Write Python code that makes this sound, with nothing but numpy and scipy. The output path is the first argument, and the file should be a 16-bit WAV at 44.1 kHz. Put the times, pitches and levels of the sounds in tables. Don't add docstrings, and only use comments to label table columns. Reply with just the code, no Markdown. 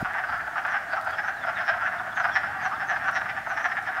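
import sys
import numpy as np
from scipy import signal
from scipy.fft import rfft, irfft, next_fast_len
from scipy.io import wavfile

SR = 44100
rng = np.random.default_rng(int(sys.argv[2]) if len(sys.argv) > 2 else 0)


def int16_out(signal):
    q = np.round(np.clip(np.atleast_2d(signal).T, -1, 1) * 32767)
    wavfile.write(sys.argv[1], SR, q.astype(np.int16))


N = 176400
CALL_T = np.arange(-int(.07 * SR), int(.09 * SR)) / SR
SLOW_HZ, FAST_HZ = 156.08, 390.5

# peak_s, length_s, level_db, throat_hz, sac_hz, sac_re_throat_db, rattle_hz, rattle_db
NEAR_QUACKS = [(0.011, 0.034, -34, 1460, 666, -3.5, 4970, -60),
               (0.059, 0.024, -27, 1440, 720, -11.5, 4960, -63),
               (0.106, 0.024, -36, 1680, 830, -1, 5000, -68),
               (0.152, 0.028, -31, 1650, 805, -2.5, 5650, -65),
               (0.19, 0.031, -30.5, 1690, 795, -2.5, 5350, -61),
               (0.245, 0.012, -27.5, 1500, 660, -17, 5200, -60),
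               (0.296, 0.015, -28.5, 1390, 784, -7, 4830, -54),
               (0.331, 0.02, -28.5, 1380, 772, -4.5, 5360, -61),
               (0.353, 0.027, -30, 1480, 740, -9, 4860, -61),
               (0.406, 0.019, -33, 1730, 804, -18, 4870, -69),
               (0.48, 0.012, -34, 1520, 785, -0.5, 4900, -64),
               (0.564, 0.012, -26, 1240, 720, -17, 5300, -70),
               (0.587, 0.025, -27.5, 1550, 720, -6, 5550, -60),
               (0.657, 0.015, -26, 1520, 734, -9, 4930, -58),
               (0.686, 0.024, -29.5, 1590, 735, -10.5, 5100, -61),
               (0.727, 0.039, -31, 1580, 767, -10, 5780, -57),
               (0.748, 0.029, -28, 1630, 780, -4.5, 5630, -66),
               (0.768, 0.018, -27, 1580, 770, -13, 5330, -56.5),
               (0.936, 0.028, -30, 1475, 682, 0, 4580, -53.5),
               (0.978, 0.029, -28.5, 1370, 767, -9.5, 5450, -61),
               (1.074, 0.016, -27, 1400, 734, -4, 5000, -58),
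               (1.101, 0.025, -32, 1510, 790, -25, 4540, -58),
               (1.139, 0.016, -31, 1330, 617, -11.5, 4800, -60),
               (1.194, 0.021, -27, 1675, 800, -7, 5100, -53.5),
               (1.253, 0.035, -33, 1400, 750, -9, 5460, -61),
               (1.289, 0.021, -26.5, 1530, 780, -10, 5900, -57),
               (1.445, 0.017, -29.5, 1400, 734, -4, 5100, -78),
               (1.476, 0.017, -29, 1400, 665, -3.5, 5000, -57),
               (1.497, 0.023, -29.5, 1540, 785, -4, 5100, -58),
               (1.587, 0.035, -30, 1690, 660, -14, 5450, -67),
               (1.614, 0.025, -29, 1580, 636, -20, 5200, -54.5),
               (1.692, 0.034, -23, 1596, 760, -7.5, 5260, -48),
               (1.741, 0.016, -27.5, 1550, 770, -6, 5460, -62),
               (1.77, 0.018, -32.5, 1350, 760, -17, 5200, -65),
               (1.823, 0.043, -28, 1440, 790, -15, 5060, -64),
               (1.854, 0.037, -32, 1550, 810, -19, 5300, -64),
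               (1.874, 0.027, -27.5, 1650, 825, -17, 5700, -58.5),
               (1.944, 0.047, -32.5, 1575, 760, -6, 5400, -66),
               (2.004, 0.014, -30, 1420, 780, -3, 5650, -66),
               (2.073, 0.032, -36.5, 1590, 675, -5.5, 5070, -78),
               (2.18, 0.017, -25.5, 1570, 790, -7, 6140, -56.5),
               (2.206, 0.016, -23.5, 1390, 744, -8, 6140, -53),
               (2.254, 0.022, -22.5, 1510, 810, -6, 5030, -52),
               (2.297, 0.022, -27.5, 1400, 800, -32, 5500, -60),
               (2.366, 0.02, -20.5, 1760, 808, -8.5, 5430, -43.5),
               (2.44, 0.0089, -26.5, 1470, 756, -7, 4900, -53),
               (2.475, 0.066, -35.5, 1570, 800, -7.5, 5320, -64),
               (2.549, 0.063, -34, 1490, 814, -7, 5650, -78),
               (2.623, 0.048, -33.5, 1680, 806, -3, 4800, -61),
               (2.66, 0.022, -24.5, 1590, 794, -6.5, 5960, -51),
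               (2.733, 0.037, -28, 1190, 800, -11.5, 5200, -61.5),
               (2.821, 0.04, -30.5, 1580, 740, -7.5, 5230, -60),
               (2.91, 0.039, -26, 1683, 750, -6.5, 6000, -51.5),
               (2.931, 0.012, -31, 1600, 820, -3, 5670, -66),
               (2.968, 0.014, -30.5, 1700, 766, -5, 5040, -57),
               (3.049, 0.076, -32.5, 1610, 794, -10.5, 5400, -66),
               (3.089, 0.02, -23, 1450, 840, -11.5, 5760, -53),
               (3.168, 0.026, -25, 1744, 825, -7.5, 5550, -46),
               (3.22, 0.0091, -28, 1510, 890, -8, 5300, -70), (3.264, 0.013, -32, 1610, 810, -7, 5440, -72),
               (3.301, 0.025, -31, 1985, 805, -9, 5320, -60),
               (3.377, 0.025, -32, 1730, 818, -1.5, 5270, -63),
               (3.471, 0.013, -32.5, 1540, 815, 1.5, 5300, -75),
               (3.513, 0.028, -28.5, 1464, 757, -7, 5970, -57.5),
               (3.579, 0.017, -27, 1635, 837, -6.5, 5500, -52.5),
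               (3.608, 0.02, -31, 1670, 750, -7, 5900, -57),
               (3.655, 0.022, -23.5, 1720, 800, -6, 5830, -49),
               (3.723, 0.011, -27, 1810, 830, -6, 5200, -53),
               (3.779, 0.023, -29.5, 1750, 820, -4, 4800, -65),
               (3.885, 0.028, -31, 1690, 784, -1, 5350, -58), (3.975, 0.098, -32, 1500, 750, -5, 5100, -65)]


def near_frogs(echo_t60_s=0.047, echo_db=-9):
    out, t = np.zeros(N), np.arange(SR // 20) / SR
    for peak_s, *voice in NEAR_QUACKS:
        call = quack(*voice)
        scatter = rng.standard_normal(len(t)) * np.exp(-np.log(1000) * t / echo_t60_s)
        echo = signal.fftconvolve(call, scatter / np.linalg.norm(scatter))[:len(call)]
        heard = call + amp(echo_db) * echo
        add(out, peak_s + CALL_T[0], heard * np.linalg.norm(call) / np.linalg.norm(heard))
    return amp(-1.7) * out


def quack(length_s, level_db, throat_hz, sac_hz, sac_re_throat_db, rattle_hz, rattle_db):
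    quicken_s, quicken_lead_s, click_lead_s, sac_lag_s = .004, 0.002021, .002, 0.0031
    rise_s, fall_s = 0.59 * length_s, 0.74 * length_s
    quickening = (1 + np.tanh((CALL_T + quicken_lead_s) / (2 * quicken_s))) / 2
    rate_hz = (SLOW_HZ + (FAST_HZ - SLOW_HZ) * quickening) * np.exp(.07 * rng.standard_normal())
    times = click_train(rate_hz, -CALL_T[0] - click_lead_s)
    t = times + CALL_T[0] + click_lead_s
    force = amp(1.2 * rng.standard_normal(size=128))[:len(t)]
    effort = np.exp(-np.where(t < 0, (t / rise_s) ** 4, np.abs(t / fall_s) ** 1.6))
    inflation = np.interp(t - sac_lag_s, CALL_T, quickening)
    body = throat(times, t, force * effort, throat_hz, inflation)
    sacs = vocal_sacs(times, t - sac_lag_s, force, sac_hz, rise_s, fall_s)
    call = amp(level_db) * (body - amp(sac_re_throat_db) * sacs)
    call += amp(rattle_db + 5) * rattle(times, t, force, effort, rattle_hz)
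    return call * np.sqrt(length_s * SR)


def click_train(rate_hz, anchor_s, jitter=.025):
    t, cycles = np.arange(len(rate_hz)) / SR, np.cumsum(rate_hz) / SR
    marks = np.cumsum(1 + jitter * rng.standard_normal(size=128))
    marks = marks - marks[len(marks) // 2] + np.interp(anchor_s, t, cycles)
    return np.interp(marks[(marks > 0) & (marks < cycles[-1])], cycles, t)


def throat(times, t, drive, pitch_hz, inflation, sag_per_s=2.65, sac_damping=1.84):
    hz = pitch_hz * np.exp(-sag_per_s * t)
    main = ring(times, drive, hz, t60_s=0.017 / sac_damping ** inflation)
    chest = ring(times, drive, 0.816 * hz, t60_s=0.0037)
    rasp = ring(times, drive, 1.91 * hz, t60_s=0.0017)
    body = main + amp(-4) * chest - amp(-28) * rasp
    return body / np.linalg.norm(body)


def vocal_sacs(times, t, force, pitch_hz, rise_s, fall_s, sag_per_s=2.86):
    drive = force * swell(t, rise_s, 0.91 * fall_s)
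    return ring(times, drive, pitch_hz * np.exp(-sag_per_s * t), t60_s=0.017)


def rattle(times, t, force, effort, pitch_hz, lead_s=0.0032, sag_per_s=.4):
    t = t + lead_s
    lead_in = swell(t, rise_s=0.03, fall_s=0.021)
    depth = .004 + 5.5e-5 * max(pitch_hz - 5520, 0)
    flick = depth * np.tanh(t / 0.0071)
    stray = .011 * rng.standard_normal(size=128)[:len(t)]
    tone = ring(times, force * lead_in, pitch_hz * np.exp(stray - flick - sag_per_s * t), t60_s=.0095)
    snap = ring(times, force * np.sqrt(effort * lead_in), hz=3940, t60_s=0.0046)
    return tone + amp(-5) * snap


def ring(times, drive, hz, t60_s, onset_s=.00032):
    audible = drive > .02 * drive.max()
    times, drive, hz, t60_s = (x[audible, None] for x in np.broadcast_arrays(times, drive, hz, t60_s))
    samples = np.ceil(times * SR).astype(int) + np.arange(int(t60_s.max() * SR))
    age = samples / SR - times
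    envelope = np.exp(-np.log(1000) * age / t60_s) * (1 - np.exp(-age / onset_s))
    rings = drive * envelope * np.sin(2 * np.pi * hz * age)
    total = np.bincount(samples.ravel(), rings.ravel(), len(CALL_T))[:len(CALL_T)]
    return total / np.sqrt(np.sum(total ** 2) + 1e-20)


def swell(t, rise_s, fall_s):
    return np.where(t < 0, np.exp(-(t / rise_s) ** 2), 1 / np.cosh(np.clip(2 * t / fall_s, -20, 20)))


# start_s, length_s, start_hz, end_hz, level_db
SQUEAKS = [(1.112, 0.05, 3480, 3040, -53), (1.354, 0.056, 4200, 3610, -61.5),
           (1.406, .052, 3710, 3190, -55.5), (1.548, .055, 3950, 3220, -52.5),
           (1.98, 0.025, 3560, 3460, -55.5), (2.114, 0.028, 3520, 3300, -56.5),
           (2.154, 0.031, 3680, 3380, -55), (2.301, 0.066, 3550, 3110, -52), (2.748, .03, 3770, 3380, -58)]


def squeaks():
    out = np.zeros(N)
    for start_s, length_s, start_hz, end_hz, level_db in SQUEAKS:
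        t = np.arange(int(length_s * SR)) / SR
        flutter = 1 + 0.42 * np.cos(2 * np.pi * (SLOW_HZ * t + rng.random()))
        phase_drift = .11 * np.cumsum(rng.standard_normal(SR // 4))[:len(t)]
        pitch_hz = start_hz + (end_hz - start_hz) * t / length_s
        tone = np.sin(2 * np.pi * np.cumsum(pitch_hz) / SR + phase_drift)
        add(out, start_s, amp(level_db) * unit_rms(np.sin(np.pi * t / length_s) * flutter * tone))
    return out


def far_frogs(calls_per_s=36):
    out = np.zeros(N)
    for slot in range(calls_per_s * N // SR):
        level_db, *spread = rng.standard_normal(size=4)
        throat_hz, sac_hz, rattle_hz = np.exp(np.array([.11, .085, .112]) * spread) * [1605, 705, 5250]
        call = quack(0.02, level_db, throat_hz, sac_hz, -7, rattle_hz, level_db - 28.5)
        add(out, (slot + rng.uniform(-1, 1)) / calls_per_s + CALL_T[0], call)
    return amp(-39.2) * unit_rms(out + amp(0.5) * trees(out))


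# frequency_hz, t60_s
TREE_DECAY = [(500, 0.76), (1500, 0.66), (6000, 0.29)]


def trees(calls, build_s=0.013):
    out, size = np.zeros(N), SR // 5
    for start in range(0, N, size):
        hz, t, spectrum = signal.stft(rng.standard_normal(SR // 2), SR, nperseg=256)
        decay = amp(-60 * t / curve_at(TREE_DECAY, hz)[:, None])
        tail = signal.istft(spectrum * decay, SR, nperseg=256)[1]
        tail *= 1 - np.exp(-np.arange(len(tail)) / SR / build_s)
        stretch = calls[start:start + size]
        eased = stretch * signal.windows.tukey(len(stretch), .03)
        add(out, start / SR, signal.fftconvolve(eased, tail / np.linalg.norm(tail)))
    return out


# start_s, level_db
TWIG_TICKS = [(.134, -42), (.38, -41), (.478, -47), (.665, -39), (1.013, -35.5), (1.05, -40), (1.11, -38),
              (2.245, -40), (3.113, -38), (3.826, -38.5)]


def twigs(decay_s=.0014, mean_delay_s=0.019, splinter_db=-6):
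    out, t = np.zeros(N), np.arange(SR // 50) / SR
    for start_s, level_db in TWIG_TICKS:
        bursts = amp(level_db) / 2 * np.exp(-t / decay_s) * rng.standard_normal(size=(5, len(t)))
        add(out, start_s, bursts[0])
        for splinter in bursts[1:]:
            add(out, start_s + rng.exponential(mean_delay_s), amp(splinter_db) * rng.random() * splinter)
    return coloured(out, [(1000, -18), (4000, 5), (8500, 3), (15000, -6)])


# time_s, level_db
HANDLING_LEVELS = [(0, -40), (.02, -36), (.04, -51), (.15, -63), (.3, -53), (.44, -52), (.55, -71),
                   (4, -83)]


def handling(bump_s=0.0284, bump_hz=178, width_s=0.0019):
    t = np.arange(N) / SR
    age = t - bump_s
    bump = amp(-18) * np.exp(-(age / width_s) ** 2) * np.cos(2 * np.pi * bump_hz * age)
    rustle = noise([(12, -46), (30, 1.0), (55, 0.5), (120, -2), (300, -14), (1000, -40)])
    rustle *= amp(np.interp(t, *np.transpose(HANDLING_LEVELS)))
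    low_cut = signal.butter(2, 30, "high", fs=SR, output="sos")
    return signal.sosfilt(low_cut, bump + rustle)


# frequency_hz, gain_db
AIR_SPECTRUM = [(25, -10), (60, -2.5), (105, 4.5), (140, -5.5), (250, -1.5), (420, -5), (1000, -4),
                (3000, -13.5), (7000, -21), (10000, -24), (15500, -27)]
# time_s, level_db
RUMBLE_LEVELS = [(0, -64), (1.6, -55), (2.7, -51.5), (4, -56.5)]


def noise_floor():
    air = amp(-49.5) * noise(AIR_SPECTRUM)
    rumble = noise([(40, -23.5), (90, -3), (180, -3.0), (300, -10.5), (700, -33), (2000, -76)])
    return air + amp(np.interp(np.arange(N) / SR, *np.transpose(RUMBLE_LEVELS))) * rumble


def noise(gains):
    return unit_rms(coloured(rng.standard_normal(N), gains))


def coloured(x, gains):
    size = 2 * next_fast_len(N // 2 + SR // 8)
    cepstrum = irfft(np.log(amp(curve_at(gains, np.fft.rfftfreq(size, 1 / SR)))), size)
    cepstrum[1:size // 2] *= 2
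    cepstrum[size // 2 + 1:] = 0
    return irfft(rfft(x, size) * np.exp(rfft(cepstrum)), size)[:N]


def curve_at(points, hz):
    frequencies, values = np.transpose(points)
    return np.interp(np.log(hz + 1), np.log(frequencies + 1), values)


def amp(db):
    return 10 ** (np.asarray(db) / 20)


def unit_rms(x):
    return x / np.sqrt(np.mean(x ** 2) + 1e-20)


def add(out, start_s, x):
    start = int(round(start_s * SR))
    first, last = max(start, 0), min(start + len(x), len(out))
    if last > first:
        out[first:last] += x[first - start:last - start]


# frequency_hz, gain_db
RADIATION_GAINS = [(200, -26), (450, -42), (560, 1.5), (660, 3.5), (850, 1.5), (1030, -4.5), (1300, 4),
                   (1800, 3), (2300, 2), (3200, 2), (4200, 0.5), (5500, -1), (7000, -2), (12000, -6)]


def scene():
    near = near_frogs() + squeaks()
    chorus = coloured(near + amp(-10.5) * trees(near) + far_frogs(), RADIATION_GAINS)
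    return (chorus + noise_floor() + twigs() + handling())[None]


def record(dry, limit_hz=15750):
    size = next_fast_len(N + SR // 4)
    passband = np.fft.rfftfreq(size, 1 / SR) < limit_hz
    return irfft(rfft(dry, size) * passband, size)[..., :N]


dry = scene()
out = record(dry)
int16_out(out)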